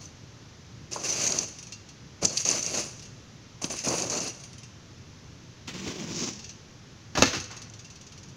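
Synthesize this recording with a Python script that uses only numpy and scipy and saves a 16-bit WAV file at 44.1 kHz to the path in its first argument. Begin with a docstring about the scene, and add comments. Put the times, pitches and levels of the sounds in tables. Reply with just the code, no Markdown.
"""A steel rake is pulled three times through sandy soil, then once more lightly to smooth it.
Grit and pebbles ring the tines, the pushed soil rumbles, and the loose head rattles when lifted.
The rake is then dropped against a timber, clatters and rocks to rest.
A woodshed beside it scatters a short tail; a quiet outdoor rumble and hiss lie underneath."""
import sys
import numpy as np
from scipy import signal
from scipy.fft import rfft, irfft
from scipy.io import wavfile
from scipy.ndimage import uniform_filter1d, map_coordinates

SR = 44100
rng = np.random.default_rng(int(sys.argv[2]) if len(sys.argv) > 2 else 0)


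def dump_mix(stems):
    """Bounce the given channels to the path in sys.argv[1] as a 16-bit WAV at rate SR."""
    frames = np.atleast_2d(stems).T  # one column per channel
    limited = np.clip(frames, -1, 1)  # hard clip at full scale
    pcm = np.round(limited * 32767).astype(np.int16)
    wavfile.write(sys.argv[1], SR, pcm)


N = 368676


def amp(db):
    return 10 ** (np.asarray(db) / 20)


def unit_rms(x):
    return x / np.sqrt(np.mean(x ** 2) + 1e-20)


def along(points, hz):
    """Interpolate (Hz, value) points on a log axis."""
    point_hz, values = np.transpose(points)
    return np.interp(np.log(hz + 1), np.log(point_hz + 1), values)


def wobble(rate_hz):
    """Smooth random curve, rate_hz knots a second."""
    knots = rng.standard_normal(int(N * rate_hz / SR) + 4)
    coarse = np.linspace(0, N, num=8000)
    return np.interp(np.arange(N), coarse, map_coordinates(knots, [coarse * rate_hz / SR]))


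def coloured(x, gain_db):
    """Minimum-phase filter with response gain_db(Hz)."""
    size = 8192
    cepstrum = irfft(np.log(amp(gain_db(np.fft.rfftfreq(size, 1 / SR))) + 1e-6))
    cepstrum[1:size // 2] *= 2
    cepstrum[size // 2 + 1:] = 0
    return signal.oaconvolve(x, irfft(np.exp(rfft(cepstrum))))[:len(x)]


def shaped(x, spectrum):
    """x filtered by a spectrum table, at rms 1."""
    return unit_rms(coloured(x, lambda hz: along(spectrum, hz)))


def resonance_db(hz, centre_hz, q):
    """Gain of one broad resonance."""
    return -10 * np.log10(1 + q * q * ((hz + 1) / centre_hz - centre_hz / (hz + 1)) ** 2)


def fade(t60_s):
    """Half a second of exponential decay."""
    return np.exp(-np.log(1000) * np.arange(SR // 2) / SR / max(t60_s, 1e-3))


def burst(t60_s):
    """A contact: a dying cluster of tiny impacts."""
    return fade(t60_s) * rng.standard_normal(SR // 2)


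def ring(modes, scatter_db):
    """Decaying modes struck at random strengths and phases, at rms 1."""
    hz, db, t60_s = np.transpose(modes)
    t = np.arange(SR // 2) / SR
    turns = np.outer(hz, t) + rng.random((len(hz), 1))
    decay = np.exp(np.outer(-np.log(1000) / t60_s, t))
    strengths = amp(db + scatter_db * rng.standard_normal(len(hz)))
    return unit_rms(strengths @ (decay * np.sin(2 * np.pi * turns)))


def add(track, start_s, db, sound):
    """Mix in a sound so that it peaks near db."""
    peak = np.sqrt(5 * uniform_filter1d(sound ** 2, size=100, mode="constant").max())
    part = track[round(start_s * SR):][:len(sound)]
    part += amp(db) * sound[:len(part)] / peak


def event_draws(per_s, columns):
    """One row of uniform draws per event."""
    return np.random.default_rng(rng.integers(2 ** 31)).random((int(per_s * N / SR), columns))


def grains(per_s, spread_db):
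    """Random impacts of log-normal size."""
    draws = event_draws(per_s, columns=5)
    sign = np.sign(draws[:, 1] - .5)
    size = amp(spread_db * 2 * (draws[:, 2:] - .5).sum(axis=1))
    return unit_rms(np.bincount((draws[:, 0] * N).astype(int), sign * size, N))


def stroke_gains(rows):
    """One gain per layer: each bite rises, sags as soil piles up, slips free and leaves a trickle."""
    sag_db_per_s, release_db_per_s = 9.5, 394
    trickle_db, trickle_db_per_s = -12, 64
    full_bite_s = 0.074  # shorter bites loosen less soil
    t, power = np.arange(0, N, 32) / SR, 0
    for start_s, rise_s, hold_s, *levels_db in rows:
        pressed_s = np.clip(t - start_s - rise_s, 0, hold_s)
        freed_s = np.maximum(t - start_s - rise_s - hold_s, 0)
        force = np.clip((t - start_s) / rise_s, 0, 1) * amp(-sag_db_per_s * pressed_s)
        trickle = min(hold_s / full_bite_s, 1) * amp(trickle_db - trickle_db_per_s * freed_s)
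        release = np.maximum(amp(-release_db_per_s * freed_s), trickle)
        power = power + np.outer(amp(levels_db), force * release) ** 2
    return [np.interp(np.arange(N) / SR, t, np.sqrt(layer)) for layer in power]


# Free tines. Each row: frequency in Hz, relative level in dB, t60 in seconds.
TINE_MODES = [(2652, -13, 0.33), (2740, -10, 0.18), (4380, -7.5, 0.15), (4730, -8.5, 0.17),
              (5180, -8.5, 0.16), (5850, -1.5, 0.14), (6070, -1.5, 0.14), (6290, -7.5, 0.077),
              (6530, -2, 0.16), (7190, -9, 0.11)]


def singing_tines(per_s, t60_s, bite_db):
    """Each tine bites and slips by itself and rings briefly, damped by the soil."""
    out, t = np.zeros(N), np.arange(SR // 12) / SR
    for hz, db, _ in TINE_MODES:
        impacts = grains(per_s, spread_db=5) * amp(bite_db * wobble(rate_hz=20))
        chink = fade(t60_s)[:len(t)] * np.sin(2 * np.pi * hz * t)
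        out += amp(db) * signal.oaconvolve(impacts, chink)[:N]
    return unit_rms(out)


# Bites into the ground. Each row: start, rise and hold in seconds, then grit, soil and sand in dB.
BITES = [(0, 0.015, 0.043, -48, -56.5, -89), (.91, 0.011, 0.019, -35, -45.5, -50),
         (.95, 0.022, 0.048, -39.5, -42.5, -66), (1.032, 0.0058, 0.15, -30, -40.5, -54),
         (1.15, 0.068, 0.059, -26, -38, -62), (1.28, 0.017, 0.13, -32.5, -39, -67),
         (2.212, .022, 0.014, -28.5, -33, -57), (2.294, .004, 0.038, -38.5, -43, -65),
         (2.34, .03, 0.042, -33, -52, -49), (2.445, 0.018, .12, -27, -35.5, -49),
         (2.6, 0.05, 0.072, -33.5, -44.5, -50), (2.69, 0.062, 0.058, -28, -35.5, -49),
         (2.83, 0.0092, 0.039, -41, -47, -54), (3.614, 0.0053, 0.011, -35.5, -41, -46),
         (3.636, .005, .008, -39, -37, -39.5), (3.695, 0.01, 0.036, -34.5, -38.5, -51),
         (3.75, 0.018, 0.044, -35.5, -53, -52), (3.836, .004, .16, -32.5, -40, -43),
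         (3.85, 0.021, 0.078, -32.5, -31, -56), (3.95, 0.027, 0.06, -33, -37.5, -57),
         (4.02, .02, .04, -36, -37, -57), (4.097, .006, 0.085, -30.5, -34, -52),
         (4.2, 0.014, 0.069, -34.5, -41, -56)]
# Soil-damped tines, pushed soil, fine sand. Each row: frequency in Hz, relative level in dB.
GRIT_SPECTRUM = [(500, -40), (1200, -22), (1900, -15.5), (2250, -11.5), (2680, -9), (3050, -14.5),
                 (3600, -17), (4650, -7), (5250, -11), (6250, -1), (7000, -7.5), (8000, -22), (9400, -25),
                 (12500, -36.5), (15500, -43)]
SOIL_SPECTRUM = [(40, -36.5), (110, -5), (190, -2.5), (360, 0.5), (450, -2.5), (600, 0), (850, -9),
                 (1200, -9), (1800, -20.5), (4000, -49)]
FIZZ_SPECTRUM = [(5000, -52), (7800, -2), (9300, 5), (10800, -6), (12300, -23), (15500, -19)]


def pulls():
    """Grit strikes the tines and soil breaks ahead; both surge as the rake catches and slips."""
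    grit_gain, soil_gain, sand_gain = stroke_gains(BITES)
    catch = wobble(rate_hz=70)
    scrape = shaped(grains(per_s=3000, spread_db=0), GRIT_SPECTRUM)
    scrape += amp(-2.5) * singing_tines(per_s=160, t60_s=0.033, bite_db=5)
    scrape = unit_rms(scrape * amp(1.15 * catch))
    crumble = shaped(grains(per_s=1800, spread_db=2.5) * amp(0.71 * catch), SOIL_SPECTRUM)
    fizz = shaped(grains(per_s=1400, spread_db=8) * amp(6 * wobble(rate_hz=60)), FIZZ_SPECTRUM)
    return amp(-1) * grit_gain * scrape + amp(-0.3) * soil_gain * crumble + amp(-1.5) * sand_gain * fizz


# Outdoor air. Each row: frequency in Hz, relative level in dB.
AIR_SPECTRUM = [(20, -13), (38, -17.5), (70, -4), (115, 3.5), (170, -2.5), (280, -8.5), (450, -13.5),
                (680, -19), (1100, -18.5), (2000, -21), (4500, -22), (6200, -19), (7100, -28),
                (8200, -45.5), (11000, -46.5), (15500, -55)]


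def outdoor_air(split_hz=400):
    """Far-off rumble drifts in level under a thin, even hiss."""
    air = shaped(rng.standard_normal(N), AIR_SPECTRUM)
    rumble = signal.sosfiltfilt(signal.butter(2, split_hz, fs=SR, output="sos"), air)
    hiss = air - rumble
    drift = amp(wobble(rate_hz=7))
    return amp(-47.5) * rumble * drift + amp(-49) * hiss


# Largest pebbles. Each row: start in seconds, peak in dB, resonance in Hz.
LARGE_PEBBLES = [(.932, -20.5, 5440), (1.0374, -26, 6390), (1.2744, -15.5, 6240), (1.3212, -14, 6160),
                 (1.387, -10, 6360), (2.2318, -19, 5400), (2.2497, -10.5, 6760), (2.2528, -5.5, 6360),
                 (2.295, -24, 6490), (2.3719, -13, 5040), (2.3773, -12.5, 4630), (2.4513, -14, 6130),
                 (2.4888, -7, 6300), (2.5002, -18, 6240), (2.513, -9.5, 6450), (2.627, -18, 7000),
                 (2.6632, -15, 6130), (3.6213, -24, 6280), (3.6422, -17, 4200), (3.7896, -21.5, 5870),
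                 (3.885, -15, 6240), (4.0211, -17, 6250), (4.099, -17, 6300), (4.2034, -20, 5960),
                 (6.334, -31, 5900), (7.6987, -36, 7000)]


def pebbles(small_over_grit_db=3.5, small_hz=6200):
    """A pebble flicks one buried tine; small ones come at random and scale with the pull."""
    out, grit_gain = np.zeros(N), stroke_gains(BITES)[0]
    small = []
    for when, size, pitch in event_draws(per_s=10, columns=3):
        pull = grit_gain[int(when * N)]
        if pull > grit_gain.max() / 10:
            db = 20 * np.log10(pull) + small_over_grit_db + 8 * (size - .5)
            small.append((when * N / SR, db, small_hz * 2 ** (.5 * (pitch - .5))))
    for start_s, db, hz in LARGE_PEBBLES + small:
        flick = burst(t60_s=.024)[:SR // 8]
        ping = coloured(flick, lambda f: along(GRIT_SPECTRUM, f) + resonance_db(f, hz, q=2.7))
        add(out, start_s, db, ping)
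    return out


# Blows into the soil. Each row: start in seconds, peak in dB, pitch in Hz, t60 in seconds.
SOIL_BLOWS = [(0.9600, -21.5, 900, 0.045), (2.2268, -17.5, 400, 0.038), (2.233, -22.5, 121, 0.13),
              (2.2482, -23, 255, 0.048), (3.616, -33, 600, 0.041), (3.6422, -19.5, 252, 0.023),
              (5.87, -27, 110, 0.14), (7.172, -16, 867, 0.13), (7.176, -19, 386, 0.1),
              (7.182, -16.5, 101, 0.17), (7.2223, -4.5, 617, 0.014), (7.2236, -10, 274, 0.053),
              (7.272, -24, 150, 0.09), (7.338, -25.5, 323, 0.27), (7.359, -26.5, 134, 0.25)]


def thuds(cutoff_hz=1300):
    """The head lands in soft soil, which passes no treble: a damped push and a dull crunch."""
    out, t = np.zeros(N), np.arange(SR // 2) / SR
    soil_loss_db = lambda f: 10 * np.log10(1 + (f / cutoff_hz) ** 16)
    for start_s, db, hz, t60_s in SOIL_BLOWS:
        attack = 1 - np.exp(-2 * hz * t)
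        push = attack * fade(t60_s) * np.sin(2 * np.pi * hz * t)
        crunch = coloured(burst(t60_s), lambda f: 2 * resonance_db(f, hz, q=.7) - soil_loss_db(f))
        add(out, start_s, db, unit_rms(crunch) + amp(-5.5) * unit_rms(push))
    return out


def jingle(low_hz, high_hz, t60_s, count):
    """A handful of the head's many close modes, a new set at each touch."""
    modes_hz = low_hz + (high_hz - low_hz) * (np.arange(count) + rng.random(count)) / count
    return ring([(hz, 0, t60_s) for hz in modes_hz], scatter_db=6.5)


# Runs of evenly spaced touches. Each row: first and last touch in seconds, touch count,
# first and last level in dB, relative tinkle level in dB.
ROCKING_RUNS = [(1.483, 1.483, 1, -32, -32.5, -17), (1.585, 1.669, 3, -29.5, -32.5, -22.5),
                (1.722, 1.888, 2, -27, -36.5, -28), (2.994, 3.053, 3, -34.5, -37, -26),
                (4.399, 4.436, 2, -39, -31.5, -19), (4.53, 4.632, 3, -36.5, -35, -20),
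                (6.391, 6.492, 3, -33, -28, -46), (7.4, 7.439, 2, -25, -28.5, -24),
                (7.512, 7.618, 3, -33, -31, -25), (7.736, 8.286, 11, -35, -39, -28)]
# Head against socket. Each row: frequency in Hz, relative level in dB.
CHATTER_SPECTRUM = [(300, -16), (1500, -16.5), (2700, -3.5), (3500, -8), (6300, 3), (8000, -16),
                    (10000, -36), (13000, -31)]


def rattles():
    """The loose head rocks and chatters in its socket; the free tines ring on."""
    out = np.zeros(N)
    attack = 1 - fade(t60_s=0.0051)  # light touches precede full contact
    for first_s, last_s, count, first_db, last_db, tinkle_db in ROCKING_RUNS:
        for start_s, db in np.linspace((first_s, first_db), (last_s, last_db), round(count)):
            tines = amp(-2) * ring(TINE_MODES, scatter_db=4.5)
            tines += amp(-6) * jingle(low_hz=2402, high_hz=7030, t60_s=0.097, count=12)
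            chatter = amp(-1) * shaped(burst(t60_s=0.1), CHATTER_SPECTRUM)
            tinkle = amp(tinkle_db + 4.5) * jingle(low_hz=7700, high_hz=10300, t60_s=.07, count=7)
            add(out, start_s, db - 2, attack * (unit_rms(chatter + tines) + tinkle))
    return out


# Light slides. Each row: start, rise and hold in seconds, then sand, soil and grit in dB.
SLIDES = [(5.672, 0.0085, 0.024, -40.5, -43, -48), (5.73, 0.012, 0.13, -45, -41.5, -45.5),
          (5.835, .045, .035, -40.5, -34.5, -40), (5.91, 0.065, 0.15, -46, -38, -44),
          (6.07, .14, .075, -43, -37, -33)]
# Sliding sand, pushed heap, grit on the tines. Each row: frequency in Hz, relative level in dB.
SAND_SPECTRUM = [(300, -11), (1050, -6), (1700, -2), (2600, 1.5), (3400, 0), (6100, -6), (7100, -5),
                 (8100, -18.5), (12000, -34), (15000, -27)]
HEAP_SPECTRUM = [(40, -36), (120, -9), (195, 2.5), (270, -5.5), (350, -3.5), (450, -11.5), (700, -19.5),
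                 (1100, -18), (2500, -56)]
GLIDE_SPECTRUM = [(2000, -21), (3600, -12.5), (4600, -5.5), (5900, 1.5), (7000, -4.5), (8100, -24.5),
                  (12000, -47), (15000, -34)]


def smoothing():
    """The head slides lightly over fine sand and pushes a small heap along."""
    sand_gain, soil_gain, grit_gain = stroke_gains(SLIDES)
    catch = amp(1.4 * wobble(rate_hz=50))
    slide = shaped(grains(per_s=6000, spread_db=0.5) * catch, SAND_SPECTRUM)
    heap = shaped(grains(per_s=2400, spread_db=2.5) * catch, HEAP_SPECTRUM)
    tines = shaped(grains(per_s=4000, spread_db=4) * catch, GLIDE_SPECTRUM)
    return amp(1) * sand_gain * slide + amp(0.7) * soil_gain * heap + amp(-1.5) * grit_gain * tines


# Knocks of the whole rake. Each row: start in seconds, level in dB, resonance in Hz,
# clatter t60 in seconds, ring over clatter in dB.
HARD_CONTACTS = [(5.6804, -33, 2500, 0.035, -17), (7.152, -20, 1600, 0.18, -13),
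                 (7.174, -17, 3600, 0.26, -6.5), (7.2224, -4, 4200, 0.0071, 0.5),
                 (7.2250, -7, 5300, 0.0077, -14), (7.2295, -14, 2700, 0.045, -12),
                 (7.2327, -7.5, 1690, 0.043, 0), (7.256, -20.5, 4000, 0.11, -15),
                 (7.274, -21, 3040, 0.26, -9), (7.3314, -21.5, 1740, 0.12, -13),
                 (7.348, -22, 3060, 0.23, -12), (7.5051, -35, 1450, 0.57, -22)]
# Contact noise. Each row: frequency in Hz, relative level in dB.
CLATTER_SPECTRUM = [(60, 11), (200, 11.5), (600, -1), (1300, -2.5), (2500, -4), (3400, -6), (5200, -1.5),
                    (6500, 0.5), (7300, -12), (8300, -20), (11000, -26.5), (15500, -24)]
# Handle and head together. Each row: frequency in Hz, relative level in dB, t60 in seconds.
RAKE_MODES = [(133.3, -11, 0.41), (263, 3, 0.089), (498, -20, 0.8), (838, -12.5, 0.11), (1100, -27, 1),
              (1190, -5, .1), (1377, -0.5, 0.11), (1660, -4, 0.13), (1750, -3, 0.13), (2140, -9, 0.083),
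              (2643, 4, 0.076), (3315, -22, .2), (3745, -13, .08), (4600, -13, 0.14), (5200, -13, 0.14),
              (6112, -13.5, 0.27)]


def knocks():
    """Hard contacts clatter and set handle and head ringing."""
    out = np.zeros(N)
    for start_s, db, hz, t60_s, ring_db in HARD_CONTACTS:
        contact = burst(t60_s)
        clatter = coloured(contact, lambda f: along(CLATTER_SPECTRUM, f) + resonance_db(f, hz, q=0.6))
        body = amp(ring_db) * ring(RAKE_MODES, scatter_db=3)
        add(out, start_s, db + .5, unit_rms(clatter) + body)
    return out


# Woodshed decay. Each row: frequency in Hz, t60 in seconds.
SHED_DECAY = [(150, 0.16), (1500, 0.62), (6000, 0.64), (12000, 0.31)]


def shed_reverb(x):
    """Boards and woodpile scatter a short tail, 10 ms late."""
    hz, t, noise = signal.stft(rng.standard_normal(SR // 2), SR, nperseg=256)
    decay = np.exp(-np.log(1000) * t / along(SHED_DECAY, hz)[:, None])
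    tail = signal.istft(noise * decay, SR, nperseg=256)[1]
    delayed = np.pad(x, (SR // 100, 0))
    return signal.fftconvolve(delayed, tail / np.linalg.norm(tail))[:N]


def scene():
    """Rake, shed tail and outdoor air, in mono."""
    rake = pulls() + smoothing() + pebbles() + thuds() + rattles() + knocks()
    return (rake + amp(-13) * shed_reverb(rake) + outdoor_air())[None]


def record(dry):
    """Clip at full scale, then cut the highest treble."""
    top_hz = 15800
    passband = np.fft.rfftfreq(N, 1 / SR) < top_hz
    return irfft(rfft(np.clip(dry, -1, 1)) * passband, N)


dry = scene()
out = record(dry)
dump_mix(out)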